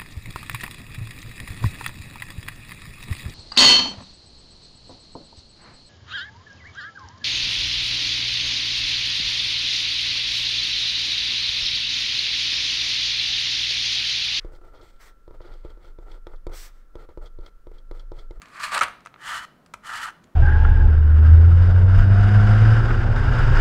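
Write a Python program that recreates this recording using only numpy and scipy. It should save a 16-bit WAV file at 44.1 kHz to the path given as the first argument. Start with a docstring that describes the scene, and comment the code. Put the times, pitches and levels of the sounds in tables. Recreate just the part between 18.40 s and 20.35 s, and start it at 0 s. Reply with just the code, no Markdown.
"""A light tick, then a swelling rasp: a plastic squeegee card on wet film on a window, three strokes.
Tiny slips of its edge rasp through card and pane; squeezed water fizzes above them.
The first stroke digs in and judders; the other two glide flat with a thin whistle.
Between strokes the card taps the glass as it is lifted and set down. Small room, faint steady air."""
import sys
import numpy as np
from scipy import signal
from scipy.fft import rfft, irfft
from scipy.io import wavfile
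from scipy.ndimage import uniform_filter1d

SR = 44100
rng = np.random.default_rng(int(sys.argv[2]) if len(sys.argv) > 2 else 0)


def master_out(mix):
    """Clip the mix to full scale and print it as 16-bit PCM to the path in sys.argv[1]."""
    frames = np.transpose(np.atleast_2d(mix))
    ceiling = np.clip(frames, -1, 1)
    pcm = np.round(ceiling * 32767).astype(np.int16)
    wavfile.write(sys.argv[1], SR, pcm)


N = 85995

# Stroke envelopes: t/s, rasp level/dB, fizz level/dB
TILTED_ENVELOPE = [(0.021, -45.5, -53.5), (0.045, -54, -68.5), (0.125, -55.5, -61), (0.165, -40.5, -53),
                   (0.194, -39.5, -54.5), (0.2, -35, -42.5), (0.228, -33.5, -42), (0.238, -27, -28.5),
                   (0.252, -28.5, -36.5), (0.29, -36.5, -47), (0.311, -37, -50.5), (0.321, -32.5, -38),
                   (0.338, -34, -39)]  # start of stroke 1
DIGGING_ENVELOPES = [
    [(0.319, -32, -54), (0.336, -30, -36.5), (0.346, -24.5, -28), (0.354, -25, -32.5), (0.371, -21, -39.5),
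     (0.381, -24, -32), (0.384, -28, -50), (0.406, -38.5, -58)],
    [(0.414, -21.5, -39), (0.423, -19, -30.5), (0.43, -25, -39), (0.437, -21, -29), (0.446, -28, -44),
     (0.451, -30.5, -53), (0.49, -42, -61), (0.56, -57.5, -78)],
]  # rest of stroke 1, two parts
FLAT_ENVELOPES = [
    [(0.775, -58, -75.5), (0.82, -46.5, -53), (0.827, -43, -53.5), (0.868, -35.5, -41), (0.892, -32, -38),
     (0.93, -31.5, -40.5), (0.955, -30.5, -37), (0.983, -35.5, -39), (1.008, -37, -50),
     (1.04, -38.5, -47.5), (1.052, -43, -54.5)],
    [(1.425, -60, -75), (1.44, -46.5, -59.5), (1.47, -39, -43.5), (1.487, -37, -48), (1.5, -35, -43.5),
     (1.524, -37, -46), (1.54, -30, -41.5), (1.575, -33, -38.5), (1.598, -34, -47.5), (1.635, -32, -36.5),
     (1.66, -35, -44.5), (1.688, -32, -50.5), (1.706, -41.5, -55)],
]  # strokes 2 and 3
# Scrape spectrum per card posture: f/Hz, relative level/dB
TILTED_SPECTRUM = [(300, -52), (480, -38.5), (620, -18.5), (800, -18), (980, -8), (1180, 4), (1380, -3.5),
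                   (1850, -4), (2100, -9.5), (2450, -7), (2750, -15), (3700, -23), (4400, -19), (5900, -30),
                   (8000, -26.5), (12000, -40), (15500, -46)]
DIGGING_SPECTRUM = [(60, -68), (150, -33), (300, -21), (450, -19), (610, -9), (860, -9), (1100, -2.5),
                    (1330, 0), (1600, -4), (2300, -8.5), (3200, -14.5), (4300, -16.5), (5900, -28.5),
                    (8600, -22), (12000, -39), (13700, -38), (15500, -42)]
FLAT_SPECTRUM = [(200, -35), (450, -34), (610, -16), (800, -11), (930, -1.5), (1070, -4.5), (1260, 5.5),
                 (1550, 0.5), (1850, 2.5), (2130, -9.5), (2600, -14.5), (3300, -16), (3800, -23.5),
                 (4150, -20), (5600, -26), (7500, -24.5), (11000, -33.5), (12500, -39), (15500, -43.5)]
# Edge whistle per flat stroke: f/Hz, width/Hz, boost/dB
WHISTLES = [(3014, 300, 9), (2980, 150, 6.5)]
# Edge chatter: t/s, length/s, slip rate/Hz, relative level/dB
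JUDDERS = [(0.3185, .002, 1280, -26), (0.373, .0035, 1146, -9.5), (0.4104, .0045, 1340, -9),
           (0.4222, 0.0025, 1180, -29), (0.836, .002, 1200, -30), (1.492, .002, 1300, -26),
           (1.535, .003, 1470, -23.5), (1.657, .002, 1390, -23), (1.6824, 0.0034, 1500, -32)]
# Card-on-glass contacts: t/s, knock gain/dB, tick gain/dB, tick cutoff/Hz
TAPS = [(0.0183, -48, -25, 10300), (0.057, -54, -30.5, 6000), (0.085, -56, -38.5, 14500),
        (0.378, -15, -7.5, 9100), (0.3913, -22, -9.5, 10000), (0.399, -32, -18, 10000),
        (0.4102, -26, -6.5, 8100), (0.4158, -11, -12, 7900), (0.4335, -17, -6.5, 12100),
        (0.483, -28, -27.5, 14000), (0.606, -46, -36.5, 6850), (0.6517, -44, -33, 7750),
        (0.6605, -23.5, -24.5, 16000), (0.6707, -26.5, -27.5, 6100), (0.7416, -32.5, -30.5, 3500),
        (0.761, -33, -33, 1980), (1.05, -39, -28.5, 14000), (1.262, -54, -35, 11100),
        (1.338, -25.5, -22, 14300), (1.341, -19, -23, 14000), (1.704, -35, -35, 12000),
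        (1.838, -72, -44, 10000), (1.842, -93, -39, 10000), (1.872, -54, -50, 4500)]
# Contact tick spectrum: f/Hz, gain/dB
TICK_SPECTRUM = [(80, -27), (400, -4), (1200, 6.5), (2400, 7), (4500, -1), (7500, -2), (11000, -9),
                 (15500, -23)]
# Hand pushes on the pane: t/s, gain/dB
THUDS = [(0.262, -75), (0.424, -49.5), (1.342, -54.5)]
# Modes: f/Hz, relative level/dB, T60/s
CARD_MODES = [(637, -28, 0.028), (997, -22.5, 0.017), (1281, -5.5, 0.015), (2020, -15, 0.01),
              (2390, -21, 0.018), (3500, -18.5, 0.015)]  # card held against the glass
PANE_MODES = [(618, 9, 0.13), (685, 5, 0.34), (863, 2, 0.25), (944, -6, 0.24), (1164, -7, 0.35),
              (1390, -23, 0.13)]  # long ring of the pane
THUD_MODES = [(47, -4, 0.36), (98, 3, 0.16), (175, -3, 0.15), (227, -9.5, 0.13)]  # whole pane flexing
# Room decay: f/Hz, T60/s
ROOM_DECAY = [(150, 0.84), (1200, 0.44), (4000, 0.52), (8000, 0.3), (15000, 0.56)]
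# Room air spectrum: f/Hz, relative density/dB
AIR_SPECTRUM = [(20, -11.5), (45, -6.5), (100, -8.5), (130, -5), (185, -2.5), (290, -8.5), (450, -12),
                (620, -10.5), (900, -17), (1280, -14.5), (2400, -28), (6000, -37), (15500, -42)]

FILTER_SIZE = 4096
FILTER_GRID_HZ = np.fft.rfftfreq(FILTER_SIZE, 1 / SR)


def strokes():
    """One stroke that starts tilted and digs in, then two flat, whistling ones."""
    tilted = scrape(TILTED_ENVELOPE, TILTED_SPECTRUM)
    digging = sum(scrape(part, DIGGING_SPECTRUM) for part in DIGGING_ENVELOPES)
    flat = sum(scrape(part, FLAT_SPECTRUM, [whistle]) for part, whistle in zip(FLAT_ENVELOPES, WHISTLES))
    return tilted + digging + flat


def scrape(envelope, spectrum, whistles=(), fade_s=0.001, crossover_hz=3260):
    """Edge slips rasp below the crossover; finer bursts of squeezed water fizz above it."""
    times_s, rasp_db, fizz_db = np.transpose(envelope)
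    t, hz = np.arange(N) / SR, FILTER_GRID_HZ
    contact = np.clip(1 + np.minimum(t - times_s[0], times_s[-1] - t) / fade_s, 0, 1)
    whistle_db = sum(db / (1 + (2 * (hz - peak_hz) / width_hz) ** 2) for peak_hz, width_hz, db in whistles)
    gain = amp(at_hz(spectrum, hz) + whistle_db)
    low_share = 1 / (1 + (hz / crossover_hz) ** 8)
    slips = clicks(per_s=3200, spread_db=2) * contact * amp(np.interp(t, times_s, rasp_db))
    bursts = clicks(per_s=9000, spread_db=3.5) * contact * amp(np.interp(t, times_s, fizz_db))
    rasp = convolve(slips, min_phase(unit_rms(gain * np.sqrt(low_share))))
    fizz = convolve(bursts, min_phase(unit_rms(gain * np.sqrt(1 - low_share))))
    return rasp + fizz


def clicks(per_s, spread_db):
    """Random impulses of uneven size, rms 1."""
    size = amp(spread_db * np.minimum(rng.exponential(1, N), 4))
    return unit_rms(size * rng.choice([-1, 1], N) * (rng.random(N) < per_s / SR))


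def judders(gain_db=-4, swell_db=0.5, jitter_periods=0.03):
    """The edge catches: a few nearly regular slips drive the card near its own pitch."""
    drive = np.zeros(N)
    for start_s, length_s, rate_hz, db in JUDDERS:
        for age_s, shift in zip(np.arange(0, length_s, 1 / rate_hz), rng.standard_normal(32)):
            slip_s = start_s + age_s + jitter_periods * shift / rate_hz
            slip_db = db + swell_db * (age_s / length_s - 1.5)
            add(drive, slip_s, [amp(slip_db)])
    return amp(gain_db) * convolve(drive, card_knock())


def taps(crackle_s=0.0021, scatter=0.3):
    """Card meets glass: a short crackling tick plus a knock."""
    out, knock = np.zeros(N), card_knock()
    t, hz = np.arange(1000) / SR, FILTER_GRID_HZ
    for start_s, knock_db, tick_db, cutoff_hz in TAPS:
        crackle = (t == 0) + scatter * rng.standard_normal(len(t)) * np.exp(-t / crackle_s)
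        tick_gain = amp(at_hz(TICK_SPECTRUM, hz)) / np.sqrt(1 + (hz / cutoff_hz) ** 6)
        add(out, start_s, amp(tick_db) * convolve(crackle, min_phase(tick_gain)))
        add(out, start_s, amp(knock_db) * knock)
    return out


def card_knock(band_hz=(486, 2200)):
    """The card rings after a slightly soft blow; too small to carry bass."""
    return signal.lfilter(*signal.butter(2, band_hz, "band", fs=SR), ring(CARD_MODES))


def pane_ring(card, gain_db=-69.5):
    """The card drives the pane's long-ringing modes."""
    return amp(gain_db) * convolve(card, ring(PANE_MODES))


def thuds():
    """The whole pane gives a little under the hand."""
    out = np.zeros(N)
    for start_s, db in THUDS:
        add(out, start_s, amp(db) * ring(THUD_MODES))
    return out


def rumble(rms_db=-64, corner_hz=153, exponent=0.59):
    """Dragging shakes the pane, by a power law of the rasp amplitude."""
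    t, hz = np.arange(N) / SR, np.fft.rfftfreq(N, 1 / SR)
    effort = np.zeros(N)
    for envelope in [TILTED_ENVELOPE, *DIGGING_ENVELOPES, *FLAT_ENVELOPES]:
        times_s, rasp_db, _ = np.transpose(envelope)
        effort += np.interp(t, times_s, amp(rasp_db), left=0, right=0)
    effort = np.maximum(uniform_filter1d(effort, size=600), 0)
    noise = irfft(rfft(rng.standard_normal(N)) / (1 + (hz / corner_hz) ** 2), N)
    return amp(rms_db) * unit_rms(noise * effort ** exponent)


def room(x, early_db=-14.5, early_decay_s=0.012, echoes_per_s=1500, tail_db=-16.5):
    """Quick reflections off window and blinds, then a faint tail, longest in the bass."""
    t = np.arange(SR // 2) / SR
    early = rng.standard_normal(len(t)) * (rng.random(len(t)) < echoes_per_s / SR)
    early *= (t > 0.002) * np.exp(-t / early_decay_s)
    hz, age_s, bins = signal.stft(rng.standard_normal(len(t)) * (t > 0.008), SR, nperseg=256)
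    decay = np.exp(-np.log(1000) * age_s / at_hz(ROOM_DECAY, hz)[:, None])
    _, tail = signal.istft(bins * decay, SR, nperseg=256)
    reflections = amp(early_db) * convolve(x, early / np.linalg.norm(early))
    return reflections + amp(tail_db) * convolve(x, tail / np.linalg.norm(tail))


def air(rms_db=-58):
    """Low, steady room noise."""
    gain = amp(at_hz(AIR_SPECTRUM, np.fft.rfftfreq(N, 1 / SR)))
    noise = irfft(rfft(rng.standard_normal(N)) * gain, N)
    return amp(rms_db) * unit_rms(noise)


def ring(modes):
    """Decaying modes after one blow."""
    t = np.arange(SR // 2) / SR
    return sum(amp(db) * np.exp(-np.log(1000) * t / t60_s) * np.cos(2 * np.pi * hz * t)
               for hz, db, t60_s in modes)


def min_phase(gain):
    """Causal impulse response for a gain on FILTER_GRID_HZ."""
    log_gain = np.log(np.maximum(np.r_[gain, gain[-2:0:-1]], 1e-5))
    spectrum = np.exp(np.conj(signal.hilbert(log_gain)))
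    return np.fft.ifft(spectrum).real[:FILTER_SIZE // 2]


def at_hz(table, hz):
    """Interpolate over log frequency."""
    points_hz, values = np.transpose(table)
    return np.interp(np.log(hz + 1), np.log(points_hz + 1), values)


def amp(db):
    return 10 ** (np.asarray(db) / 20)


def unit_rms(x):
    return x / np.sqrt(np.mean(x ** 2) + 1e-20)


def add(mix, start_s, sound):
    part = mix[round(start_s * SR):][:len(sound)]
    part += sound[:len(part)]


def convolve(x, response):
    return signal.fftconvolve(x, response)[:N]


def scene():
    """Card and pane in the room, mono."""
    card = strokes() + judders() + taps()
    window = card + pane_ring(card) + thuds() + rumble()
    return (window + room(window) + air())[None]


def record(dry):
    """Steep low-pass at 15780 Hz."""
    lowpass = signal.firwin(511, 15780, window=("kaiser", 9), fs=SR)
    return signal.oaconvolve(dry, lowpass[None], "same")


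dry = scene()
out = record(dry)
master_out(out)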